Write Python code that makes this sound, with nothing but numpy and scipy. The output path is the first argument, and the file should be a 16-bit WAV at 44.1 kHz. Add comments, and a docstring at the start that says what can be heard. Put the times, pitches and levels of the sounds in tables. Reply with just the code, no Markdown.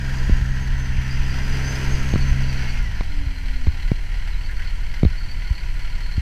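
"""Snowcat dropping to idle

A six-cylinder turbo diesel stands in snow at raised revs, then sinks to idle. The exhaust hums,
injectors clatter, the fan rushes, a dry belt pulley rasps, the turbo whistles, a hydraulic pump whines.
The camera is carried past: its housing is bumped now and then, and air rumbles on the microphone."""
import sys
import numpy as np
from scipy import signal
from scipy.fft import rfft, irfft, next_fast_len
from scipy.io import wavfile
from scipy.ndimage import uniform_filter1d

SR = 44100
rng = np.random.default_rng(int(sys.argv[2]) if len(sys.argv) > 2 else 0)


def digitize_waveform(pressure):
    """Quantize a signal to 16-bit integers and store it at the path in sys.argv[1].

    Rows of a 2-D input are taken as channels; values are limited to [-1, 1].
    """
    field = np.atleast_2d(pressure).T
    bounded = np.clip(field, -1, 1)
    quanta = np.round(bounded * 32767).astype(np.int16)
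    wavfile.write(sys.argv[1], SR, quanta)


N = 273861

# Governor hunting, then the drop to idle. Each row: time in seconds, firing rate in Hz.
FIRING_RATE = [(0, 65), (.33, 65.8), (1.0, 63.9), (1.35, 65.2), (1.7, 65.3), (2.2, 66.7), (2.45, 65.6),
               (2.7, 60.6), (2.8, 59.2), (2.92, 51.9), (3.08, 45.4), (3.35, 40), (3.7, 37.7), (6.21, 37.45)]
# Engine tones. Each row: multiple of the firing rate, base level in dB at full throttle, same at idle.
EXHAUST_ORDERS = [(1, -28.5, -31.5), (2, -28, -41), (3, -41, -48.5), (4, -48.5, -49), (5, -61.5, -80),
                  (6, -63, -69)]
GEAR_ORDERS = [(3.37, -50.5, -62), (7.18, -60.5, -86), (14.95, -57.5, -79), (19.9, -57, -105),
               (21.84, -69, -71), (28.57, -54, -74), (30.1, -54.5, -76), (32.8, -76, -77),
               (49.74, -63, -59), (53.5, -80, -58), (58.2, -72, -59)]
# Hydraulic pump under load. Each row: start in seconds, length in seconds, level in dB.
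PUMP_BOUTS = [(1.45, .6, -51.5), (3.13, .66, -47.5)]
# Relative knock of each cylinder in dB, in firing order.
CYLINDER_DB = [1.4, -0.76, -0.21, 0.68, 1.2, -0.62]
# Roar swells as the camera passes the bay. Each row: centre in seconds, half width in seconds, strength.
ROAR_SWELLS = [(.17, 0.18, 0.34), (1.79, 0.5, 0.84), (2.63, 0.17, 0.32)]
# Each: base level at idle in dB, dB added by full throttle, dB added by a swell of strength 1.
BLOCK_DB = (-49, 3.4, 11.1)
BAY_DB = (-42, 2.55, 5.9)
HISS_DB = (-57.5, 1.8, 7.6)
TURBO_DB = (-63.5, 2.8, 9.6)
# Dry pulley chatter. Each row: start in seconds, length in seconds, pitch in Hz, level in dB.
BELT_BOUTS = [(0, 0.34, 4920, -51.5), (1.08, 0.94, 4900, -48), (2.05, .72, 4550, -52.5),
              (2.103, 0.62, 4140, -55), (2.967, 1.46, 4160, -54), (4.365, 2.5, 4384, -52),
              (5.16, .45, 4460, -51)]
# Short squeaks and buzzes. Each row: centre in seconds, pitch in Hz, level in dB, half width in seconds.
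BELT_SQUEAKS = [(1.123, 4770, -40, 0.026), (1.31, 4800, -41, .016), (2.217, 4500, -42, .016),
                (2.501, 4650, -42, 0.016), (2.7, 4520, -41, 0.015)]
FITTING_BUZZES = [(4.515, 1800, -39.5, 0.021), (4.61, 1776, -43, 0.032), (5.215, 1660, -42, 0.009)]
# Intake resonance. Each row: time in seconds, centre in Hz, level in dB.
INTAKE_PATH = [(0, 1693, -42.5), (.9, 1880, -44), (2.5, 2027, -45), (3.1, 2140, -70)]
# Turbo swinging with the governor, then running down. Each row: time in seconds, pitch in Hz.
TURBO_PITCH = [(0, 6690), (.33, 6730), (.78, 6220), (1.08, 5890), (1.4, 5875), (1.68, 6155), (2.04, 6510),
               (2.45, 5920), (2.8, 5650), (3.2, 4950), (3.9, 4150), (6.21, 2500)]
# Air duct resonances. Each row: centre in Hz, half width in Hz, boost in dB.
DUCT_MODES = [(6166, 52, 13), (6390, 38, 8.5)]
# Hard knocks on the camera. Each row: time in seconds, thud peak in dB, ring in Hz,
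# contact in seconds, tick gain in dB.
HOUSING_KNOCKS = [(0.2958, -6.5, 103, 0.00072, -15), (2.138, -5.5, 95, 0.00065, -3),
                  (2.1585, -6.5, 104, 0.00075, -0.5), (3.009, -15, 84, 0.00034, 2.5),
                  (3.6702, -11, 80, 0.00077, -0.5), (3.9168, -4, 104, 0.00061, 1.5),
                  (5.0324, -1, 125, 0.0007, 2), (5.0508, -5, 120, .00048, 1)]
# Soft pushes on the camera. Each row: time in seconds, peak in dB, contact in seconds.
HAND_SHOVES = [(0.315, -6, 0.0071), (.415, -8.5, 0.0047), (.98, -13.5, 0.0032), (2.313, -6.5, 0.0052),
               (3.263, -11, 0.0036), (3.677, -5.5, 0.0045), (5.058, -2, 0.0031), (5.505, -7.5, 0.0038),
               (6.179, -7.5, .0018)]
# Crusted snow breaking. Each row: time in seconds, gain in dB.
SNOW_CLICKS = [(0.7994, -42), (2.8285, -40), (4.5126, -39), (5.1994, -43)]
# Loose panels. Each row: ring in Hz, gain in dB, decay in seconds, crank turns per blow,
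# time of one blow in seconds.
PANEL_MODES = [(1444, -37.5, 0.02, 2, 5.286), (1380, -38, 0.012, 2, 5.365), (973, -45.5, 0.032, 1, 5.575),
               (4130, -36.5, 0.0067, 2, 4.8), (2114, -32, 0.0076, 2, 5.625)]
# How directly the panels face the camera. Each row: time in seconds, gain in dB.
PANEL_FACING = [(4, -5.5), (4.6, -2.5)]
# Spectra. Each row: frequency in Hz, relative density in dB.
BLOCK_SPECTRUM = [(50, -28), (100, 9), (160, 10.5), (220, 3), (320, 2.5), (450, -3), (650, -5),
                  (900, -12.5), (1300, -7.5)]
FAN_SPECTRUM = [(500, -15.5), (800, -3), (1000, 0), (1220, -13), (1400, 2.5), (1850, 1), (2300, -2),
                (2750, -3), (3150, -3.5), (3700, -13.5), (4300, -6.5), (4950, -7.5), (5400, -13.5),
                (6100, -8.5), (7200, -43)]
CLATTER_SPECTRUM = [(500, -16), (800, -5.5), (980, -5.5), (1220, -14), (1380, -2.5), (2100, 2.5),
                    (2500, -3), (3150, -2.5), (3600, -14.5), (4300, -7.5), (4900, -10), (5350, -15.5),
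                    (6100, -14), (7100, -60)]
HISS_SPECTRUM = [(4000, -18), (6000, 3), (7000, -1.5), (7700, 1), (8800, -5), (11000, -6), (12500, -8.5),
                 (15000, -9)]
WIND_SPECTRUM = [(4, -22), (10, 6), (16, -5), (25, 4), (38, -4.5), (50, -8), (65, -18), (90, -16),
                 (120, -31), (170, -31.5), (300, -66), (700, -90)]
TICK_SPECTRUM = [(200, -27), (550, -3.5), (1000, -0.5), (1600, -8.5), (2300, -3), (3000, -28), (3850, -7.5),
                 (4700, -26), (6200, -28), (10000, -52)]
SNOW_SPECTRUM = [(2500, -20), (4000, 4), (6000, 7), (9000, 0), (12000, -1), (15000, -5)]
COMBUSTION_SPECTRUM = [(1300, 1), (1500, -12), (2100, -3.5), (2750, 0), (3200, -7.5), (3700, -28),
                       (5000, -23), (6000, -12.5), (7000, -23)]

IDLE_HZ, FULL_HZ, FIRINGS_PER_TURN = 37.7, 66, 3
TIME_S = np.arange(N) / SR


def amp(db):
    """Decibels to gain."""
    return 10 ** (np.asarray(db) / 20)


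def unit(x):
    """Scale to rms 1."""
    return x / np.sqrt(np.mean(x ** 2) + 1e-20)


def curves(rows):
    """One value per sample for each column after the time."""
    times_s, *columns = np.transpose(rows)
    return [np.interp(TIME_S, times_s, column) for column in columns]


def bell(x, centre, width):
    """Smooth hump of height 1."""
    return np.exp(-((x - centre) / width) ** 2)


def held(start_s, length_s, ramp_s):
    """Trapezoid envelope, ramps centred on its ends."""
    return np.clip(np.minimum(TIME_S - start_s, start_s + length_s - TIME_S) / ramp_s + .5, 0, 1)


def wobble(rate_hz):
    """Smooth random curve, rate_hz knots a second."""
    knots = rng.standard_normal(int(N * rate_hz / SR) + 4)
    fine = signal.resample(knots, 8 * len(knots))
    return np.interp(TIME_S * rate_hz, np.arange(len(fine)) / 8, fine)


def noise():
    """White noise of rms 1."""
    return rng.standard_normal(N)


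def filtered(x, response):
    """x through a frequency response."""
    size = next_fast_len(N + SR // 2)
    return irfft(rfft(x, size) * response(np.fft.rfftfreq(size, 1 / SR)), size)[:N]


def shaped(x, spectrum):
    """x through (Hz, dB) points on a log axis."""
    points_hz, db = np.transpose(spectrum)
    return filtered(x, lambda hz: amp(np.interp(np.log(hz + 1), np.log(points_hz), db, -120, -120)))


def coloured(x, spectrum):
    """Shaped x at rms 1."""
    return unit(shaped(x, spectrum))


def tone(cycles, waver_db, rate_hz):
    """Sine with a level wavering about rms 1."""
    return np.sqrt(2) * np.sin(2 * np.pi * cycles) * amp(waver_db * wobble(rate_hz))


def rasp(cycles, width_hz):
    """Narrow noise around a tone."""
    phase = 2 * np.pi * cycles
    return unit(wobble(width_hz) * np.sin(phase) + wobble(width_hz) * np.cos(phase))


def chirps(table, width_hz):
    """Short swells of narrow noise."""
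    return sum(amp(db) * bell(TIME_S, centre_s, half_s) * rasp(hz * TIME_S, width_hz)
               for centre_s, hz, db, half_s in table)


def orders(table, firings, throttle, waver_db, drift):
    """Crank-locked tones, each between its idle and full-throttle level."""
    return sum(amp(idle_db + throttle * (full_db - idle_db))
               * tone(order * (firings + drift * wobble(9)) + rng.random(), waver_db, rate_hz=8.8)
               for order, full_db, idle_db in table)


def roar_gain(levels_db, throttle):
    """Idle level raised by throttle and swells."""
    idle_db, throttle_db, swell_db = levels_db
    swell = sum(strength * bell(TIME_S, centre_s, half_s) for centre_s, half_s, strength in ROAR_SWELLS)
    return amp(idle_db + throttle_db * throttle + swell_db * swell)


def blows(cycles, scatter_db):
    """One pulse of random size per whole cycle."""
    pulses = np.diff(np.floor(cycles), prepend=np.floor(cycles[0]))
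    return pulses * amp(scatter_db * rng.uniform(-1.2, 1, N))


def strokes(firings, decay_firings, scatter_db):
    """Envelope: a burst per firing, a weak valve click halfway to the next."""
    stroke = firings.astype(int)
    size = amp(scatter_db * rng.standard_normal((stroke[-1] + 1, 2)))[stroke]
    cylinder_gain = amp(CYLINDER_DB)[stroke % len(CYLINDER_DB)]
    burst = cylinder_gain * size[:, 0] * np.exp(-(firings % 1) / decay_firings)
    valve = size[:, 1] * np.exp(-((firings + .5) % 1) / decay_firings)
    return unit(burst + 0.043 * valve)


def exhaust(firings, throttle, pass_s=2.305, half_width_s=0.25, boost_db=4):
    """The stack hums on firing harmonics, louder as the camera passes it."""
    gain_db = 0.06 + boost_db * bell(TIME_S, pass_s, half_width_s)
    return amp(gain_db) * orders(EXHAUST_ORDERS, firings, throttle, waver_db=0.95, drift=0.0018)


def hydraulic_pump(firings, order=6.6, free_db=-61):
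    """The crank-driven pump whines, louder under load."""
    load = sum(amp(db) * held(start_s, length_s, ramp_s=0.19) for start_s, length_s, db in PUMP_BOUTS)
    return (amp(free_db) + load) * tone(order * firings, waver_db=2.5, rate_hz=6.23)


def gears(firings, throttle, timing_order=35.7, overrun_db=-44.5):
    """Gear meshes follow the crank; the timing gears sing as the engine slows."""
    backlash = .05 * wobble(110)
    overrun = amp(overrun_db) * held(start_s=2.58, length_s=.4, ramp_s=0.17)
    timing = overrun * tone(timing_order * firings + backlash, waver_db=4, rate_hz=40)
    return timing + orders(GEAR_ORDERS, firings, throttle, waver_db=2.0, drift=0.0059)


def block(firings, throttle):
    """Unequal cylinders make the block drone on crank harmonics, clearer under throttle."""
    turns = firings / FIRINGS_PER_TURN
    lines = sum(tone(k * turns + rng.random(), waver_db=2.5, rate_hz=3.82) for k in range(10, 48))
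    drone = (.3 + .5 * throttle) * coloured(lines, BLOCK_SPECTRUM)
    rumble = 0.97 * coloured(noise(), BLOCK_SPECTRUM)
    return roar_gain(BLOCK_DB, throttle) * (drone + rumble)


def cylinder_knocks(firings, rise_s=.003, decay_s=.014):
    """Each cylinder rings the engine its own way, alike on every firing."""
    t, out = np.arange(SR // 12) / SR, np.zeros(N)
    envelope = (1 - np.exp(-t / rise_s)) * np.exp(-t / decay_s)
    for k, db in enumerate(CYLINDER_DB):
        pulses = blows((firings - k) / len(CYLINDER_DB), scatter_db=2)
        ring = rng.standard_normal(len(t)) * envelope
        out += amp(db) * signal.fftconvolve(pulses, ring)[:N]
    return out


def fan(firings, beat):
    """Rushing air, plus a comb of crank harmonics from fan and gears."""
    rush = coloured(noise() * (1 + 0.29 * beat), FAN_SPECTRUM)
    turns = firings / FIRINGS_PER_TURN + .002 * wobble(9)
    comb = sum(rng.lognormal(0, 1.0) * np.sin(2 * np.pi * (k * turns + rng.random()))
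               for k in range(42, 140))
    return unit(rush + .5 * coloured(comb, FAN_SPECTRUM))


def engine_bay(firings, throttle):
    """Fan rush under throttle, diesel clatter at idle, a pulsing hiss over both."""
    beat = strokes(firings, decay_firings=0.49, scatter_db=5.0)
    pulsing = unit(noise() * (1 + .5 * beat))
    clatter = coloured(pulsing + 0.56 * unit(cylinder_knocks(firings)), CLATTER_SPECTRUM)
    roar = np.sqrt(1 - throttle) * clatter + np.sqrt(throttle) * fan(firings, beat)
    hiss = coloured(noise() * (1 + 0.22 * beat), HISS_SPECTRUM)
    roar *= roar_gain(BAY_DB, throttle) * amp(0.58 * wobble(14))
    hiss *= roar_gain(HISS_DB, throttle) * amp(0.29 * wobble(10))
    return roar + hiss


def belt(firings):
    """A dry pulley rasps in fluttering bouts, jerked by each firing, and sometimes squeaks."""
    stray_cycles = np.cumsum(70 * wobble(30)) / SR
    bouts = sum(amp(db) * held(start_s, length_s, ramp_s=.06)
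                * rasp(hz * TIME_S + stray_cycles, width_hz=380)
                for start_s, length_s, hz, db in BELT_BOUTS)
    flutter = amp(4.6 * np.tanh(1.2 * wobble(22)))
    jerks = strokes(firings, decay_firings=1.0, scatter_db=2.8)
    return bouts * unit(flutter * jerks) + chirps(BELT_SQUEAKS, width_hz=400)


def intake():
    """Drawn air rushes in one hollow resonance."""
    hz, db = curves(INTAKE_PATH)
    return amp(db) * rasp(np.cumsum(hz) / SR, width_hz=380)


def turbo(throttle, inertia_s=.2, end_s=3.8):
    """A thin whistle glides, flares in the duct's resonances and dies away."""
    hz = uniform_filter1d(curves(TURBO_PITCH)[0], round(inertia_s * SR), mode="nearest")
    duct_db = sum(db * bell(hz, centre_hz, half_hz) for centre_hz, half_hz, db in DUCT_MODES)
    spinning = held(start_s=-1, length_s=end_s + 1, ramp_s=.3)
    whistle = tone(np.cumsum(hz + 7 * wobble(60)) / SR, waver_db=2.0, rate_hz=51)
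    return spinning * roar_gain(TURBO_DB, throttle) * amp(duct_db) * whistle


def wind(start_db=-19, fall_db_per_s=0.5):
    """Air rumbles on the microphone, less as the camera slows."""
    rumble = unit(coloured(noise(), WIND_SPECTRUM) * amp(1.22 * wobble(6.6)))
    return amp(start_db - fall_db_per_s * TIME_S) * rumble


def thud(t, ring_hz, contact_s):
    """A push swings the housing once or twice; peak 1."""
    swing = np.cos(2 * np.pi * ring_hz * t) * np.exp(-2.3 * ring_hz * t)
    push = (t / contact_s) ** 4 * np.exp(-3.6 * t / contact_s)
    motion = signal.fftconvolve(swing, push)[:len(t)]
    return motion / np.abs(motion).max()


def housing_bumps(shove_hz=61, scrape_s=0.0015):
    """A soft shove swings the whole camera; a hard knock thuds and ticks."""
    thuds, ticks, t = np.zeros(N + SR), np.zeros(N + SR), np.arange(SR // 5) / SR
    for start_s, db, contact_s in HAND_SHOVES:
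        thuds[round(start_s * SR):][:len(t)] += amp(db) * thud(t, shove_hz, contact_s)
    for start_s, db, ring_hz, contact_s, tick_db in HOUSING_KNOCKS:
        thuds[round(start_s * SR):][:len(t)] += amp(db) * thud(t, ring_hz, contact_s)
        snap = (t == 0) + 0.28 * rng.standard_normal(len(t)) * np.exp(-t / scrape_s)
        ticks[round(start_s * SR):][:len(t)] -= amp(tick_db) * snap
    return thuds[:N] + shaped(ticks[:N], TICK_SPECTRUM)


def snow_crackle(decay_s=.0005):
    """Crumbs of snow break with tiny dry clicks."""
    out, t = np.zeros(N), np.arange(SR // 100) / SR
    for start_s, db in SNOW_CLICKS:
        out[round(start_s * SR):][:len(t)] += amp(db) * rng.standard_normal(len(t)) * np.exp(-t / decay_s)
    return shaped(out, SNOW_SPECTRUM)


def hard_combustion(firings, level_db=-44):
    """While the engine pulls, combustion adds a bright rasp, pulsing with the firings."""
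    bursts = noise() * (7 + .6 * strokes(firings, decay_firings=.35, scatter_db=2))
    pulling = held(start_s=0.91, length_s=1.89, ramp_s=0.042)
    return amp(level_db) * pulling * coloured(bursts, COMBUSTION_SPECTRUM)


def panels(firings, throttle, rise_s=0.0033):
    """At idle, loose panels ring every one or two crank turns."""
    t, out = np.arange(SR // 8) / SR, np.zeros(N)
    turns = firings / FIRINGS_PER_TURN
    for hz, db, decay_s, turns_per_blow, blow_s in PANEL_MODES:
        ring = np.sin(2 * np.pi * hz * t) * np.exp(-t / decay_s) * (1 - np.exp(-t / rise_s))
        cycles = (turns - turns[round(blow_s * SR)]) / turns_per_blow
        out += amp(db) * signal.fftconvolve(blows(cycles, scatter_db=3.0), ring)[:N]
    return (1 - throttle) * out * amp(curves(PANEL_FACING)[0])


def idle_whine(throttle, pitch_hz=12300, idle_db=-77):
    """A thin high whine comes and goes at idle."""
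    return (1 - throttle) * amp(idle_db + 3.6 * wobble(5.2)) * rasp(pitch_hz * TIME_S, width_hz=600)


def loose_fitting():
    """A loose fitting buzzes briefly."""
    return chirps(FITTING_BUZZES, width_hz=600)


def scene():
    """One crankshaft drives the engine's parts; throttle is derived from its speed. Mono."""
    firing_hz, = curves(FIRING_RATE)
    firings = np.cumsum(firing_hz) / SR
    throttle = np.clip((firing_hz - IDLE_HZ) / (FULL_HZ - IDLE_HZ), 0, 1) ** 1.54
    mix = exhaust(firings, throttle) + hydraulic_pump(firings) + gears(firings, throttle)
    mix += block(firings, throttle) + engine_bay(firings, throttle)
    mix += panels(firings, throttle) + belt(firings) + loose_fitting()
    mix += hard_combustion(firings) + intake() + turbo(throttle) + idle_whine(throttle)
    mix += housing_bumps() + snow_crackle() + wind()
    return mix[None]


def record(dry, top_hz=15350):
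    """The camera rounds peaks near full scale and cuts everything above top_hz."""
    rounded = dry[0] / (1 + dry[0] ** 8) ** (1 / 8)
    return filtered(rounded, lambda hz: hz < top_hz)[None]


dry = scene()
out = record(dry)
digitize_waveform(out)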